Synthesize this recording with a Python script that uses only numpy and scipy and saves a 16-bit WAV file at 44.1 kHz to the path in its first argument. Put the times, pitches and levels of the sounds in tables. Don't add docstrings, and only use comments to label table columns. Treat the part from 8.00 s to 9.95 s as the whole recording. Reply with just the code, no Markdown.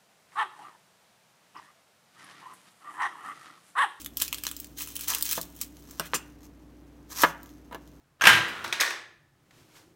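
import sys
import numpy as np
from scipy import signal
from scipy.fft import rfft, irfft
from scipy.io import wavfile

SR = 44100
rng = np.random.default_rng(int(sys.argv[2]) if len(sys.argv) > 2 else 0)


def inscribe(sig):
    pcm = np.round(np.clip(np.atleast_2d(sig).T, -1, 1) * 32767)
    wavfile.write(sys.argv[1], SR, pcm.astype(np.int16))


N = 85995
T = np.arange(N) / SR


def puck_on_boards():
    # (time [s], level [dB], treble boost [dB per octave], ping pitch [Hz], ping level [dB])
    hits = [(.2102, -23, .2, 2740, -18.5), (.2122, -33, 0.5, 1544, -5.5), (.2195, -19, -1.5, 6050, -15.5),
            (.2387, -13, 0, 2900, -18), (.2541, -9, -0.5, 2600, -11.5), (.2699, -2, .5, 1650, 1),
            (.2728, -13, -3, 1500, -6), (.2775, -13.5, -7.5, 2900, -13.5),
            (.2820, -17.5, 2.25, 2050, -12.5), (.2922, -10, 0, 1620, -8.5), (.3300, -13, -1, 1600, -21.5),
            (.3530, -25.5, 3.5, 2000, -38.5), (.3985, -47, 11, 1600, -40), (.4825, -31.5, 1.5, 1600, -34),
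            (.5885, -55, -9, 1510, -39)]
    # (frequency [Hz], relative level [dB])
    colour = [(20, -36.5), (60, -24), (120, -18.5), (250, -19.5), (350, -15.5), (600, -14), (1000, -6),
              (1550, 1), (2100, -3), (3100, -4.5), (4200, -15), (5900, -15.5), (7300, -22.5), (9200, -20),
              (10300, -26.5), (12500, -22), (16000, -33.5)]
    # (pitch [Hz], relative level [dB], fade time [s])
    tones = [(862, -18.5, .45), (999, -12.5, 0.58), (1050, -19, 0.25), (1285, -13, 0.27), (1498, -6, .25),
             (1601, 8.5, 0.41), (1621, 3, 0.3), (1835, -9, 0.42), (1980, -6.5, 0.14), (2275, -7, 0.2),
             (2474, -11.5, 0.12), (2684, -7.5, 0.14), (2917, -9.5, 0.2), (3060, -7, .35)]
    bangs = knocks(hits, colour, click_db=10, body_db=-3.0, body_fade_s=0.092, ping_fade_s=0.01)
    return bangs, ringing(hits, tones, level_db=-18)


def goal_and_rod_knocks():
    # (time [s], level [dB], treble boost [dB per octave], ping pitch [Hz], ping level [dB])
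    hits = [(.6430, -32.5, 5.5, 3020, -22), (.6462, -25, -2.9, 1440, -10), (.6610, -33.5, -1.2, 1380, -35),
            (.6780, -35, 2.5, 2000, -32.5), (.7262, -19.5, 0, 2410, -4), (.7274, -25, -0.1, 3690, -8.5),
            (.7312, -33.5, 0, 1970, -34.5), (.7984, -31.5, -8.5, 1940, -5.5), (.8022, -19, 3, 5200, -5.5),
            (.8092, -13.5, 2.5, 6480, -6), (.8135, -23.5, 9.5, 1780, -5), (.8193, -23, -2.5, 2300, -3.5),
            (.8347, -24, -10, 1840, -3), (.8510, -32.5, 0, 1970, -9.5), (.8610, -36, 4, 1820, -12),
            (.8775, -27.5, -2.5, 1900, -7), (.9035, -30.5, 2, 1900, -24), (.9075, -26, -0.5, 2380, -14),
            (.9260, -37, -6, 2000, -29), (.9380, -35, -6, 1900, -46)]
    rod_clicks = [(1.5085, -53, -1, 2180, -46), (1.5094, -56, -1, 2930, -48)]
    # (frequency [Hz], relative level [dB])
    colour = [(40, -40.5), (190, -25.5), (350, -6), (600, -8), (1100, -1), (1850, 0), (2450, -0.5),
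              (3000, -6), (3800, -2.5), (4700, -8), (6200, -7), (7500, -17), (8900, -12), (10300, -22.5),
              (12000, -18.5), (16000, -27)]
    # (pitch [Hz], relative level [dB], fade time [s])
    tones = [(344, -16, 0.79), (932, -12.5, .3), (1143, -10.5, 0.41), (1450, -7.5, .36), (1650, -4.5, 0.32),
             (1738, -18.5, 0.78), (1846, -10.5, 0.57), (2050, -18, 0.33), (2315, -22, .45),
             (2420, -23.5, 0.21), (3570, -15, .38), (5470, -7, 0.19), (12350, -30, 0.29)]
    rattle = knocks(hits + rod_clicks, colour,
                    click_db=12, body_db=-4.5, body_fade_s=0.06, ping_fade_s=0.0068)
    return rattle, ringing(hits, tones, level_db=-15)


def knocks(hits, colour, click_db, body_db, body_fade_s, ping_fade_s):
    crack_fade_s, contact_s = 0.01, 0.00062
    out, t = np.zeros(N), T[:SR // 5]
    fade = np.hypot(decay(t, crack_fade_s), from_db(body_db) * decay(t, body_fade_s))
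    rise = 1 - np.exp(-t / contact_s)
    for start, db, treble_boost, ping_hz, ping_db in hits:
        click = from_db(click_db) * (t == 0)
        burst = click + rise * fade * rng.choice([-1., 1.], len(t))
        ping = rise ** 2 * fading_tone(t, ping_hz, ping_db, ping_fade_s)
        add(out, start, from_db(db) * struck(burst, colour, treble_boost) + ping)
    return out


def struck(burst, colour, treble_boost):
    size = 2 * len(burst)
    hz = np.fft.rfftfreq(size, 1 / SR)
    octaves = np.log2(np.maximum(hz, 1000) / 2000)
    gain = rms_one(from_db(at_hz(colour, hz) + treble_boost * octaves))
    forward_only = np.r_[1, np.full(len(burst) - 1, 2), 1, np.zeros(len(burst) - 1)]
    response = np.exp(rfft(irfft(np.log(gain), size) * forward_only))
    return irfft(rfft(burst, size) * response, size)[:len(burst)]


def ringing(hits, tones, level_db):
    out = np.zeros(N)
    rings = np.array([(-1) ** k * fading_tone(T, *tone) for k, tone in enumerate(tones)])
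    for start, db, *_ in hits:
        strengths = from_db(level_db + db + rng.normal(0, 1, len(tones)))
        add(out, start, strengths @ rings)
    return out


def stick_blade():
    # (pitch [Hz], level [dB], fade time [s])
    tones = [(5500, -32, 0.045), (6300, -28, .04), (6537, -35.5, 0.023), (8500, -39, 0.014),
             (11800, -42, .07), (11700, -39.5, .06)]
    out, flick_s = np.zeros(N), 0.2197
    add(out, flick_s, sum(fading_tone(T, *tone) for tone in tones))
    return out


def table_thumps():
    # (time [s], pitch [Hz], level [dB], fade time [s])
    thumps = [(0.244, 52, -47.5, 0.16), (.238, 341, -36.5, 0.98), (0.274, 424, -34.5, 0.31),
              (0.274, 221, -36.5, 0.33), (0.287, 67.4, -40.5, 0.22), (0.316, 154, -29.5, 0.21),
              (.330, 111.5, -29.5, 0.28), (.335, 204, -33.5, .22), (.365, 335, -32.5, 0.27),
              (0.396, 149, -34, 0.17)]
    out, rise_s = np.zeros(N), 0.0027
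    rise = 1 - np.exp(-T / rise_s)
    for start, hz, db, fade_s in thumps:
        add(out, start, rise * fading_tone(T, hz, db, fade_s))
    return out


def puck_slide():
    # (frequency [Hz], relative level [dB])
    colour = [(25, -27.5), (70, -8.5), (130, -8), (300, -8), (800, -9.5), (1450, 1.5), (2100, -7.5),
              (3300, -9.5), (4600, -20.5), (6000, -23.5), (8000, -26.5), (16000, -36)]
    bumps_per_s, bump_fade_s = 5700, 0.0084
    glide_start_s, fade_db_per_s = 0.31, 27.5
    bumps = (rng.random(N) < bumps_per_s / SR) * rng.exponential(1, N)
    energy = signal.lfilter([1], [1, -decay(2 / SR, bump_fade_s)], bumps + 1e-18)
    scrape = coloured(np.sqrt(energy) * rng.standard_normal(N), colour)
    push = from_db(-54) * gate(0.193, 0.212)
    glide = from_db(-34.5 - fade_db_per_s * (T - glide_start_s)) * gate(glide_start_s, 0.782)
    return (push + glide) * scrape


def rod_slide():
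    # (time [s], hiss level [dB], rumble level [dB])
    stroke = [(1.25, -89, -80), (1.50, -72, -67.5), (1.53, -65.5, -63.5), (1.60, -61, -61.5),
              (1.67, -66, -63), (1.73, -62.5, -65), (1.765, -53, -62.5), (1.80, -58, -62),
              (1.86, -66.5, -61.5), (1.95, -75.5, -61.5)]
    # (frequency [Hz], relative level [dB])
    hiss_colour = [(400, -5.5), (900, -0.5), (2500, -2.5), (4500, -5.5), (6000, -5.5), (9000, -9.5),
                   (11000, -13), (13000, -12), (16000, -17)]
    rumble_colour = [(30, -30.5), (80, -6), (150, 0.5), (210, -8.5), (320, 1), (450, -11), (700, -16),
                     (2000, -41)]
    times, hiss_db, rumble_db = np.transpose(stroke)
    hiss = from_db(np.interp(T, times, hiss_db)) * noise(hiss_colour)
    rumble = from_db(np.interp(T, times, rumble_db)) * noise(rumble_colour)
    return hiss + rumble


def room_echo(sound):
    # (frequency [Hz], fade time [s])
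    fade_times = [(100, 0.26), (340, 0.71), (700, 0.49), (1700, 0.55), (3700, .5), (9700, .36),
                  (16000, 0.24)]
    # (frequency [Hz], relative level [dB])
    levels = [(100, -6), (500, -3.5), (1600, -5.5), (4000, -4.5), (8000, -5.5), (16000, -10)]
    delay_s, build_s = 0.0055, 0.0038
    white_noise, hz = rfft(rng.standard_normal(N)), np.fft.rfftfreq(N, 1 / SR)
    band_edges, out = np.geomspace(60, 17000, 25), 0
    for low, high in zip(band_edges, band_edges[1:]):
        centre = np.sqrt(low * high)
        band_filter = signal.butter(2, [low, high], "band", fs=SR, output="sos")
        energy = signal.sosfilt(band_filter, sound + 1e-18) ** 2
        for keep in decay(2 / SR, at_hz(fade_times, centre)), np.exp(-1 / (SR * build_s)):
            energy = signal.lfilter([1 - keep], [1, -keep], energy)
        energy = np.interp(T - delay_s, T, energy, left=0)
        wash = rms_one(irfft(white_noise * (hz >= low) * (hz < high), N))
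        out = out + from_db(at_hz(levels, centre)) * np.sqrt(energy) * wash
    return out


def quiet_room():
    # (frequency [Hz], relative level [dB])
    colour = [(25, -26.5), (50, -12.5), (95, -12), (145, -5), (200, -16.5), (400, -21.5), (800, -20.5),
              (1600, -24), (3000, -31), (6000, -35), (16000, -40.5)]
    air_db, hum_db, hum_hz = -67.5, -74, 145
    return from_db(air_db) * noise(colour) + from_db(hum_db) * np.sin(2 * np.pi * hum_hz * T)


def from_db(db):
    return 10 ** (np.asarray(db) / 20)


def rms_one(x):
    return x / np.sqrt(np.mean(x ** 2) + 1e-20)


def at_hz(points, hz):
    frequencies, values = np.transpose(points)
    return np.interp(np.log(np.maximum(hz, 1)), np.log(frequencies), values)


def decay(t, fade_s):
    return np.exp(-np.log(1000) * t / fade_s)


def fading_tone(t, hz, db, fade_s):
    return from_db(db) * decay(t, fade_s) * np.sin(2 * np.pi * hz * t)


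def coloured(x, colour):
    hz = np.fft.rfftfreq(len(x), 1 / SR)
    return rms_one(irfft(rfft(x) * from_db(at_hz(colour, hz)), len(x)))


def noise(colour):
    return coloured(rng.standard_normal(N), colour)


def gate(start_s, end_s):
    return np.clip(np.minimum(T - start_s, end_s - T) / .008, 0, 1)


def add(out, start_s, sound):
    start = int(start_s * SR)
    out[start:start + len(sound)] += sound[:N - start]


def scene():
    board_knocks, board_ring = puck_on_boards()
    goal_knocks, goal_ring = goal_and_rod_knocks()
    game = board_knocks + goal_knocks + stick_blade() + puck_slide()
    mix = game + board_ring + goal_ring + table_thumps() + rod_slide() + room_echo(game) + quiet_room()
    return mix[None]


def record(dry):
    cutoff_hz = 15900
    rounded = dry / (1 + dry ** 4) ** .25
    return signal.sosfilt(signal.ellip(12, .1, 80, cutoff_hz, fs=SR, output="sos"), rounded)


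dry = scene()
out = record(dry)
inscribe(out)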